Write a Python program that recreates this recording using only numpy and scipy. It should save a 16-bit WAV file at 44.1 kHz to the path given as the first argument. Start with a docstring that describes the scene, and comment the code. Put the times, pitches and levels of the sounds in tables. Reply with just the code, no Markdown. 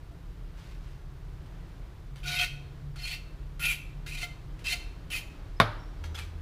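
"""Far engines drone around a yard where a mason works under a tarpaulin. A tool nudges a bucket; the
trowel scoops wet mortar and clinks. Six strokes scrape gritty mortar off one steel trowel with another:
crushed sand drives the blade's modes, and the edge catches, squeals and slips free. A small bird peeps
twice, just before and after a wet lump slaps into the bucket mould; the wall and awning reflect the slap.
Last, the trowel touches the cement and rubs its edge."""
import sys
import numpy as np
from scipy import signal
from scipy.fft import rfft, irfft, next_fast_len
from scipy.io import wavfile
from scipy.ndimage import uniform_filter1d, map_coordinates

SR = 44100
rng = np.random.default_rng(int(sys.argv[2]) if len(sys.argv) > 2 else 0)


def bounce(signal):
    """Save signal as a 16-bit WAV file at the path given by the first command-line argument."""
    frames = np.transpose(np.atleast_2d(signal))
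    limited = np.clip(frames, -1, 1)
    pcm = np.round(limited * 32767).astype(np.int16)
    wavfile.write(sys.argv[1], SR, pcm)


N = 282681

# Spectra. Each row: frequency in Hz, relative level in dB.
AIR_SPECTRUM = [(100, -44), (170, -6), (183, -20), (201, -19.5), (299, -11), (536, -20.5), (623, -21),
                (827, -22.5), (961, -22.5), (1450, -25), (1570, -26), (2660, -31.5), (3870, -33.5),
                (4760, -36.5), (15300, -56)]  # town air
TRAFFIC_SPECTRUM = [(15, -9), (28, 1.5), (55, 4.5), (90, -4), (150, -5), (185, -13), (260, -50)]  # distant traffic
MORTAR_SPECTRUM = [(400, -20), (900, -1), (1600, 0), (3000, -2.5), (5000, -7), (9000, -17), (15000, -24)]  # wet mortar being scooped
CEMENT_SPECTRUM = [(290, -44), (500, -9.5), (941, -7), (1030, -11), (1290, -4.5), (1930, -7), (3100, -4.5),
                   (5920, -15), (11600, -21.5), (15500, -28)]  # steel on cement
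RASP_SPECTRUM = [(300, -46), (800, -13), (1300, -25), (1900, -1), (2600, 6.5), (3300, -2.5), (4600, -8),
                 (6000, -39), (8000, -26), (12000, -53)]  # sand under the edge
HISS_SPECTRUM = [(3500, -35), (5500, -4.5), (7000, 0.5), (9200, -2), (10800, 1), (12500, -15), (15500, -4)]  # fine grit
SIZZLE_SPECTRUM = [(8000, -30), (9800, -4), (10800, 5), (12200, -1), (15500, -6.5)]  # bare steel on steel
SLAP_SPECTRUM = [(60, -40), (140, -21), (280, -9.5), (500, -6), (680, -2.5), (1300, 5), (2050, -5),
                 (2700, -12), (3800, -11), (5000, -18.5), (6000, -26.5), (8000, -36), (11000, -29.5),
                 (15500, -46)]  # the lump's impact

# Freely decaying modes. Each row: frequency in Hz, relative level in dB, time to fall 60 dB in seconds.
BUCKET_MODES = [(108.4, -25, 0.46), (153, -19, 0.1), (229.5, -29.5, 0.18), (442, -28.5, 0.13),
                (599, -34.5, 0.33), (679, -19, 0.1), (863, -38, 0.16), (1016, -35, 0.13), (1113, -34, 0.15),
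                (1460, -39, 0.12), (2190, -25, 0.096), (3580, -24, .06)]
TIP_MODES = [(880, 5, 0.031), (1390, 8, 0.043), (1663, 2.5, 0.073), (2180, -12, 0.14), (2750, -1, 0.053),
             (3280, -4, 0.11), (6000, -12, 0.31), (8740, -15, .06)]  # the trowel's tip
FREE_BLADE_MODES = [(704, -4, 0.19), (1387, -5, 0.12), (2085, 6, 0.14), (3100, -9, 0.16)]
# Modes driven by scraping. Each row: frequency in Hz, bandwidth in Hz, relative level in dB.
BLADE_MODES = [(1876, 35, -7.5), (2093, 22, 4), (2290, 22, -5), (2444, 35, 7.5), (2530, 20, -4),
               (2686, 32, 7), (2920, 20, -3), (3073, 72, 2.5), (3204, 74, -9), (3290, 100, -23)]
EDGE_MODES = [(3713, 130, 2), (3970, 57, 1), (4236, 120, 2), (4480, 38, 0.5), (4760, 29, -1.5),
              (5170, 91, -10), (5760, 76, -12)]
BENDING_MODES = [(718, 4.3, -9), (1466, 11.7, -6.5), (1585, 13, -17)]

# Far engines. Each row: start and end in seconds, frequency in Hz, level in dB.
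ENGINE_HUMS = [(0, 5.1, 170.6, -63), (0, 6.41, 111.8, -58), (0, 6.41, 76.6, -57.5),
               (.85, 1.6, 137.9, -49.5), (2.2, 3.13, 138.1, -49), (2.2, 4.5, 142.8, -49.5),
               (3.6, 4.1, 37.1, -42), (5.3, 5.9, 37, -41.5), (6.1, 6.9, 79.8, -41)]
# Sliding contacts. Each row: start, length and rise time in seconds, then in dB the bite (the climb
# during the rise), the pressure and the lean (the change by the end).
MORTAR_SCOOPS = [(.55, 0.18, 0.04, 12.5, -58, -1.5), (.81, .13, .04, 8, -64.5, -1)]
CEMENT_RUBS = [(6.146, .03, 0.0045, 12, -48, -2), (6.176, 0.067, .01, 8, -40.5, -15)]
# Light touches of the blade. Each row: start in seconds, relative level in dB, the grit's time to fall
# 60 dB in seconds, extra gain of the clink in dB.
BLADE_TOUCHES = [(.598, -52, .08, 0), (0.876, -57, .06, 3), (.99, -57, .06, 6), (1.46, -52, 0.088, -8),
                 (2.158, -44.5, 0.39, -3), (2.959, -42, 0.19, -6), (3.595, -39, .06, -11),
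                 (4.063, -37, 0.1, -3), (4.591, -45.5, 0.24, -17), (5.103, -40.5, 0.05, -8),
                 (6.039, -37, 0.17, 2.5), (6.145, -42, 0.17, 5)]
# Steel scraping steel. Each row: the six columns of a sliding contact, then the gains in dB of edge,
# treble and bending, and the level of the sizzle in dB relative to the hiss.
SCRAPE_STROKES = [ (2.232, .21, .05, 15.4, -35, 3, -6, -16, -7, 2),
                  (2.962, 0.18, 0.078, 15.6, -41, 4.5, -8, -14.5, -14.5, -5),
                  (3.597, 0.13, 0.042, 8.1, -33, 1, -12, -6, -17.5, 2.5),
                  (4.064, 0.18, .04, 3.7, -44, 0.5, -4, -8.5, -15, -16),
                  (4.643, 0.093, 0.023, 10, -34.5, -1.5, -2, -10, -20.5, -13),
                  (5.103, .073, 0.023, 5.2, -36.5, 2, -11.5, -8, -17.5, -2), ]
# Short tones. Each row: centre and Gaussian width in seconds, frequency in Hz, relative level in dB.
EDGE_CATCHES = [(2.266, .01, 1455, -38.5), (2.285, 0.0097, 3800, -35.5), (2.415, 0.019, 3156, -30),
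                (2.418, 0.028, 2534, -27.5), (2.42, 0.024, 1440, -41), (2.985, .02, 4290, -49.5),
                (3.045, 0.0096, 4280, -34.5), (3.125, 0.032, 4380, -40), (3.625, 0.053, 1422, -40.5),
                (3.66, 0.023, 2650, -28), (3.695, 0.036, 2442, -27), (4.125, 0.0078, 2580, -37.5),
                (4.684, 0.017, 2657, -28.5), (5.148, 0.0096, 2498, -29), (6.154, 0.0093, 3325, -41),
                (6.225, 0.016, 2320, -48)]
BIRD_NOTES = [(5.574, 0.0072, 5100, -59), (5.807, 0.0076, 5520, -59.5), (5.86, 0.079, 5670, -74)]
# The blade slips off the edge. Each row: time in seconds, ring gain in dB, pressure surge in dB.
BLADE_SLIPS = [(2.418, -52, 3.5), (4.229, -36, 8), (4.728, -38, 4.5)]
# Copies of the slap's pulse. Each row: delay in seconds, relative level in dB.
SPLAT_STAGES = [(0, -8), (.0005, 12.5), (.0013, -2.5), (.0018, -12)]  # the lump flattens in quick stages
REFLECTIONS = [(.0042, -26), (.0066, -22), (0.013, -26), (0.019, -24)]  # ground, wall and awning
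# Reverberation. Each row: frequency in Hz, time to fall 60 dB in seconds.
AWNING_DECAY = [(100, 0.32), (1000, 0.064), (4000, 0.12), (12000, 0.097)]
YARD_DECAY = [(100, 1), (600, 0.66), (1500, 0.49), (4000, 0.54), (11000, 0.37)]


def amp(db):
    """Decibels as an amplitude ratio."""
    return 10 ** (np.asarray(db) / 20)


def unit(x):
    """Normalisation to rms 1."""
    return x / np.sqrt(np.mean(x ** 2) + 1e-20)


def clock():
    """The time of each sample in seconds."""
    return np.arange(N) / SR


def along(points, hz):
    """Interpolation of (Hz, value) points on a logarithmic frequency axis."""
    freqs, values = np.transpose(points)
    return np.interp(np.log(hz + 1), np.log(freqs + 1), values)


def add(track, start, sound):
    """Superposition: a sound joins the track at its start in seconds."""
    part = track[round(start * SR):][:len(sound)]
    part += sound[:len(part)]


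def wobble(rate):
    """Slow random modulation: a spline through `rate` Gaussian knots a second."""
    knots = rng.standard_normal(int(N * rate / SR) + 4)
    return map_coordinates(knots, [np.arange(N) * rate / SR])


def filtered(x, response):
    """Linear filtering: the spectrum is multiplied by a frequency response."""
    size = next_fast_len(N + SR // 2)
    return irfft(rfft(x, size) * response(np.fft.rfftfreq(size, 1 / SR)), size)[:N]


def coloured(x, spectrum):
    """Spectral shaping by a (Hz, dB) curve, at rms 1."""
    return unit(filtered(x, lambda hz: amp(along(spectrum, hz))))


def resonate(x, modes):
    """Forced vibration: x drives second-order resonators in parallel, at rms 1."""
    def response(f):
        return sum(amp(db) * 1j * f * width / (hz * hz - f * f + 1j * f * width)
                   for hz, width, db in modes)
    return unit(filtered(x, response))


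def ring(modes, attack):
    """Free vibration: after one blow each mode decays exponentially."""
    t = np.arange(SR // 2) / SR
    tones = sum(amp(db - 60 * t / t60) * np.sin(2 * np.pi * (hz * t + rng.random()))
                for hz, db, t60 in modes)
    return tones * (1 - np.exp(-t / attack))


def pulse(spectrum, size=4096):
    """Minimum phase gives the most compact causal pulse of a given spectrum, at peak 1."""
    cepstrum = irfft(np.log(amp(along(spectrum, np.fft.rfftfreq(size, 1 / SR)))))
    cepstrum[1:size // 2] *= 2
    cepstrum[size // 2 + 1:] = 0
    shape = irfft(np.exp(rfft(cepstrum)))
    return shape / np.abs(shape).max()


def contact(start, length, rise, bite_db, db, lean_db, release):
    """Friction noise follows pressure: the tool lands, bites in, leans or eases off, and lifts."""
    t = clock() - start
    landed = np.clip(t / .002 + 1, 0, 1)
    pressure_db = db - bite_db * (1 - np.clip(t / rise, 0, 1)) + lean_db * np.clip(t / length, 0, 1)
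    return landed * amp(pressure_db) * np.exp(-np.maximum(t - length, 0) / release)


def grit(rate, smooth):
    """Shot noise: `rate` sand grains a second are crushed at random, over smooth sliding noise."""
    grains = (rng.random(N) < rate / SR) * rng.standard_normal(N)
    return unit(unit(grains) + smooth * rng.standard_normal(N))


def glints(x, depth_db):
    """Shifting excitation: as the contact slides, thin steel's crowded high modes flare and fade."""
    spectra = signal.stft(x, nperseg=512)[2]
    flare = uniform_filter1d(rng.standard_normal(spectra.shape), size=2, axis=0)
    flare = unit(uniform_filter1d(flare, size=5, axis=1))
    return unit(signal.istft(spectra * amp(depth_db * flare), nperseg=512)[1][:N])


def notes(rows, waver, rate):
    """Frequency modulation: tones with Gaussian envelopes waver by a fraction of their pitch."""
    t, out = clock(), np.zeros(N)
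    warped = t + waver * np.cumsum(wobble(rate)) / SR
    for centre, width, hz, db in rows:
        on = slice(*np.searchsorted(t, [centre - np.pi * width, centre + np.pi * width]))
        swell = np.exp(-.5 * ((t[on] - centre) / width) ** 2)
        out[on] += amp(db) * np.sqrt(2) * swell * np.sin(2 * np.pi * hz * warped[on])
    return out


def reverb(x, decay, build_s):
    """A diffuse field builds up, then each frequency dies away at its own rate."""
    hz, t, spectra = signal.stft(rng.standard_normal(SR), SR, nperseg=256)
    tail = signal.istft(spectra * amp(-60 * t / along(decay, hz)[:, None]), SR, nperseg=256)[1]
    tail *= 1 - np.exp(-(np.arange(len(tail)) / SR / build_s) ** 2)
    return signal.fftconvolve(x, tail / np.linalg.norm(tail))[:N]


def town():
    """Filtered noise: broadband air slowly grows over traffic and the narrowband throb of idling."""
    air_db = -57 + 0.4569 * clock() + 1.2 * wobble(3.92)
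    air = amp(air_db) * coloured(rng.standard_normal(N), AIR_SPECTRUM)
    air = filtered(air, lambda hz: 1 / (1 + (hz / 15000) ** 3))
    traffic = coloured(rng.standard_normal(N), TRAFFIC_SPECTRUM)
    throb = resonate(rng.standard_normal(N), [(37.1, 11, 0)])
    throb = resonate(throb, [(38.7, 9.1, 0)])
    return air + amp(-45) * (traffic + throb)


def engine_hum(start, end, hz, db, fade_s=0.21, waver_hz=1.793, waver_db=2.5):
    """A far engine's tone fades in and out, randomly modulated in frequency and amplitude."""
    swell = np.interp(clock(), [start - fade_s, start, end, end + fade_s], [0, 1, 1, 0])
    tone = np.sin(2 * np.pi * np.cumsum(hz + waver_hz * wobble(10)) / SR)
    return amp(db) * swell * unit(amp(waver_db * wobble(7.8)) * tone)


def bucket_nudge(start=0.11):
    """Selective excitation: a soft nudge of the tool wakes only the bucket's middle modes."""
    out = np.zeros(N)
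    middle_modes = [mode for mode in BUCKET_MODES if 500 < mode[0] < 800]
    add(out, start, amp(-28.5) * ring(middle_modes, attack=0.01))
    return out


def scoops():
    """Granular friction: the trowel shears wet mortar as it digs in."""
    pressure = sum(contact(*row, release=0.051) for row in MORTAR_SCOOPS)
    return pressure * coloured(grit(rate=1300, smooth=1.0), MORTAR_SPECTRUM)


def touches_and_rubs():
    """Impact and friction: each touch rings the tip and crushes grit; rubbing cement sustains the hiss."""
    t, ticks, clinks = clock()[:SR // 3], np.zeros(N), np.zeros(N)
    for start, db, t60, clink_db in BLADE_TOUCHES:
        add(ticks, start, amp(db - 7.5 - 60 * t / t60))
        add(clinks, start, amp(db + clink_db - 13.5) * ring(TIP_MODES, attack=0.0016))
    rubs = sum(contact(*row, release=0.028) for row in CEMENT_RUBS)
    sand = glints(coloured(grit(rate=2500, smooth=.6), CEMENT_SPECTRUM), depth_db=3.5)
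    return (ticks + rubs) * sand + clinks


def scrapes(surge_s=.014, uneven_db=0.44):
    """Forced vibration: grit judders between the blades, rasps, hisses and drives the steel's modes."""
    judder = unit(amp(1.56 * wobble(130)))
    sand = grit(rate=3500, smooth=.8) * judder
    rasp = coloured(grit(rate=2500, smooth=0.98) * judder, RASP_SPECTRUM)
    body = glints(resonate(sand, BLADE_MODES) + amp(-4) * rasp, depth_db=3)
    edge = glints(resonate(sand, EDGE_MODES), depth_db=4.3)
    hiss = glints(coloured(sand, HISS_SPECTRUM), depth_db=4.6)
    sizzle = glints(coloured(rng.standard_normal(N), SIZZLE_SPECTRUM), depth_db=5.5)
    surge_db = sum(db * np.exp(-.5 * ((clock() - time) / surge_s) ** 2) for time, _, db in BLADE_SLIPS)
    bending = resonate(sand, BENDING_MODES) * amp(0.34 * surge_db)  # a surge flexes the blade more
    out = np.zeros(N)
    for *stroke, edge_db, treble_db, bending_db, sizzle_db in SCRAPE_STROKES:
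        treble = unit(hiss + amp(sizzle_db) * sizzle)
        scrape = amp(-1.5) * body + amp(edge_db - 2) * edge + amp(treble_db - 1) * treble
        out += contact(*stroke, release=0.021) * scrape
        out += contact(*stroke, release=0.0082) * amp(bending_db - 3.5) * bending
    return out * amp(surge_db + uneven_db * wobble(60))  # the hand's pressure is never quite even


def squeals(grip_s=.008):
    """Stick-slip friction: at each catch of the edge one mode sings, uneven in strength and pitch."""
    touching = sum(np.interp(clock() - start, [0, grip_s, length, length + grip_s], [0, 1, 1, 0])
                   for start, length, *_ in SCRAPE_STROKES + CEMENT_RUBS)
    tones = notes(EDGE_CATCHES, waver=0.02485, rate=260)
    flutter = unit(amp(1.24 * wobble(170)))
    return touching * tones * flutter


def blade_slips():
    """Free vibration: released at the end of a stroke, the blade gives a short clear ring."""
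    out = np.zeros(N)
    for start, db, _ in BLADE_SLIPS:
        add(out, start, amp(db) * ring(FREE_BLADE_MODES, attack=0.0016))
    return out


def bird():
    """Nearly pure high tones arrive as direct sound and as the yard's reverberation."""
    peeps = notes(BIRD_NOTES, waver=0.011, rate=70)
    return amp(-4) * peeps + amp(-5.5) * reverb(peeps, YARD_DECAY, build_s=0.012)


def slap(start=5.6005):
    """Impulsive excitation: wet mortar lands flat with a clap that reflects and rings the bucket."""
    push, clap = pulse(SLAP_SPECTRUM), np.zeros(SR)
    for delay, db in SPLAT_STAGES:
        add(clap, delay, amp(db) * push)
    clap /= np.abs(clap).max()
    out, spread = np.zeros(N), np.zeros(N)
    add(out, start, clap)
    for delay, db in REFLECTIONS:
        add(out, start + delay, amp(db) * clap)
    # the same energy goes out in all directions
    add(spread, start, push * np.linalg.norm(clap) / np.linalg.norm(push))
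    out += amp(-0.5) * reverb(spread, AWNING_DECAY, build_s=0.00055)
    out += amp(-12.5) * reverb(spread, YARD_DECAY, build_s=0.016)
    add(out, start, amp(0.5) * ring(BUCKET_MODES, attack=0.0013))
    return out


def scene():
    """Superposition of all sources in one channel, with the yard's reverberation of the trowels."""
    drone = town() + sum(engine_hum(*row) for row in ENGINE_HUMS)
    trowels = scoops() + touches_and_rubs() + scrapes() + amp(-3) * squeals() + blade_slips()
    yard = amp(-11.5) * reverb(trowels, YARD_DECAY, build_s=0.0071)
    return (drone + bucket_nudge() + trowels + yard + bird() + amp(1) * slap())[None]


def record(dry, ceiling=.95, cutoff_hz=15400):
    """Soft saturation rounds the tallest peak, and a steep low-pass filter limits the band."""
    rounded = dry / (1 + np.abs(dry / ceiling) ** 8) ** (1 / 8)
    return signal.sosfilt(signal.ellip(12, .1, 80, cutoff_hz, fs=SR, output="sos"), rounded)


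dry = scene()
out = record(dry)
bounce(out)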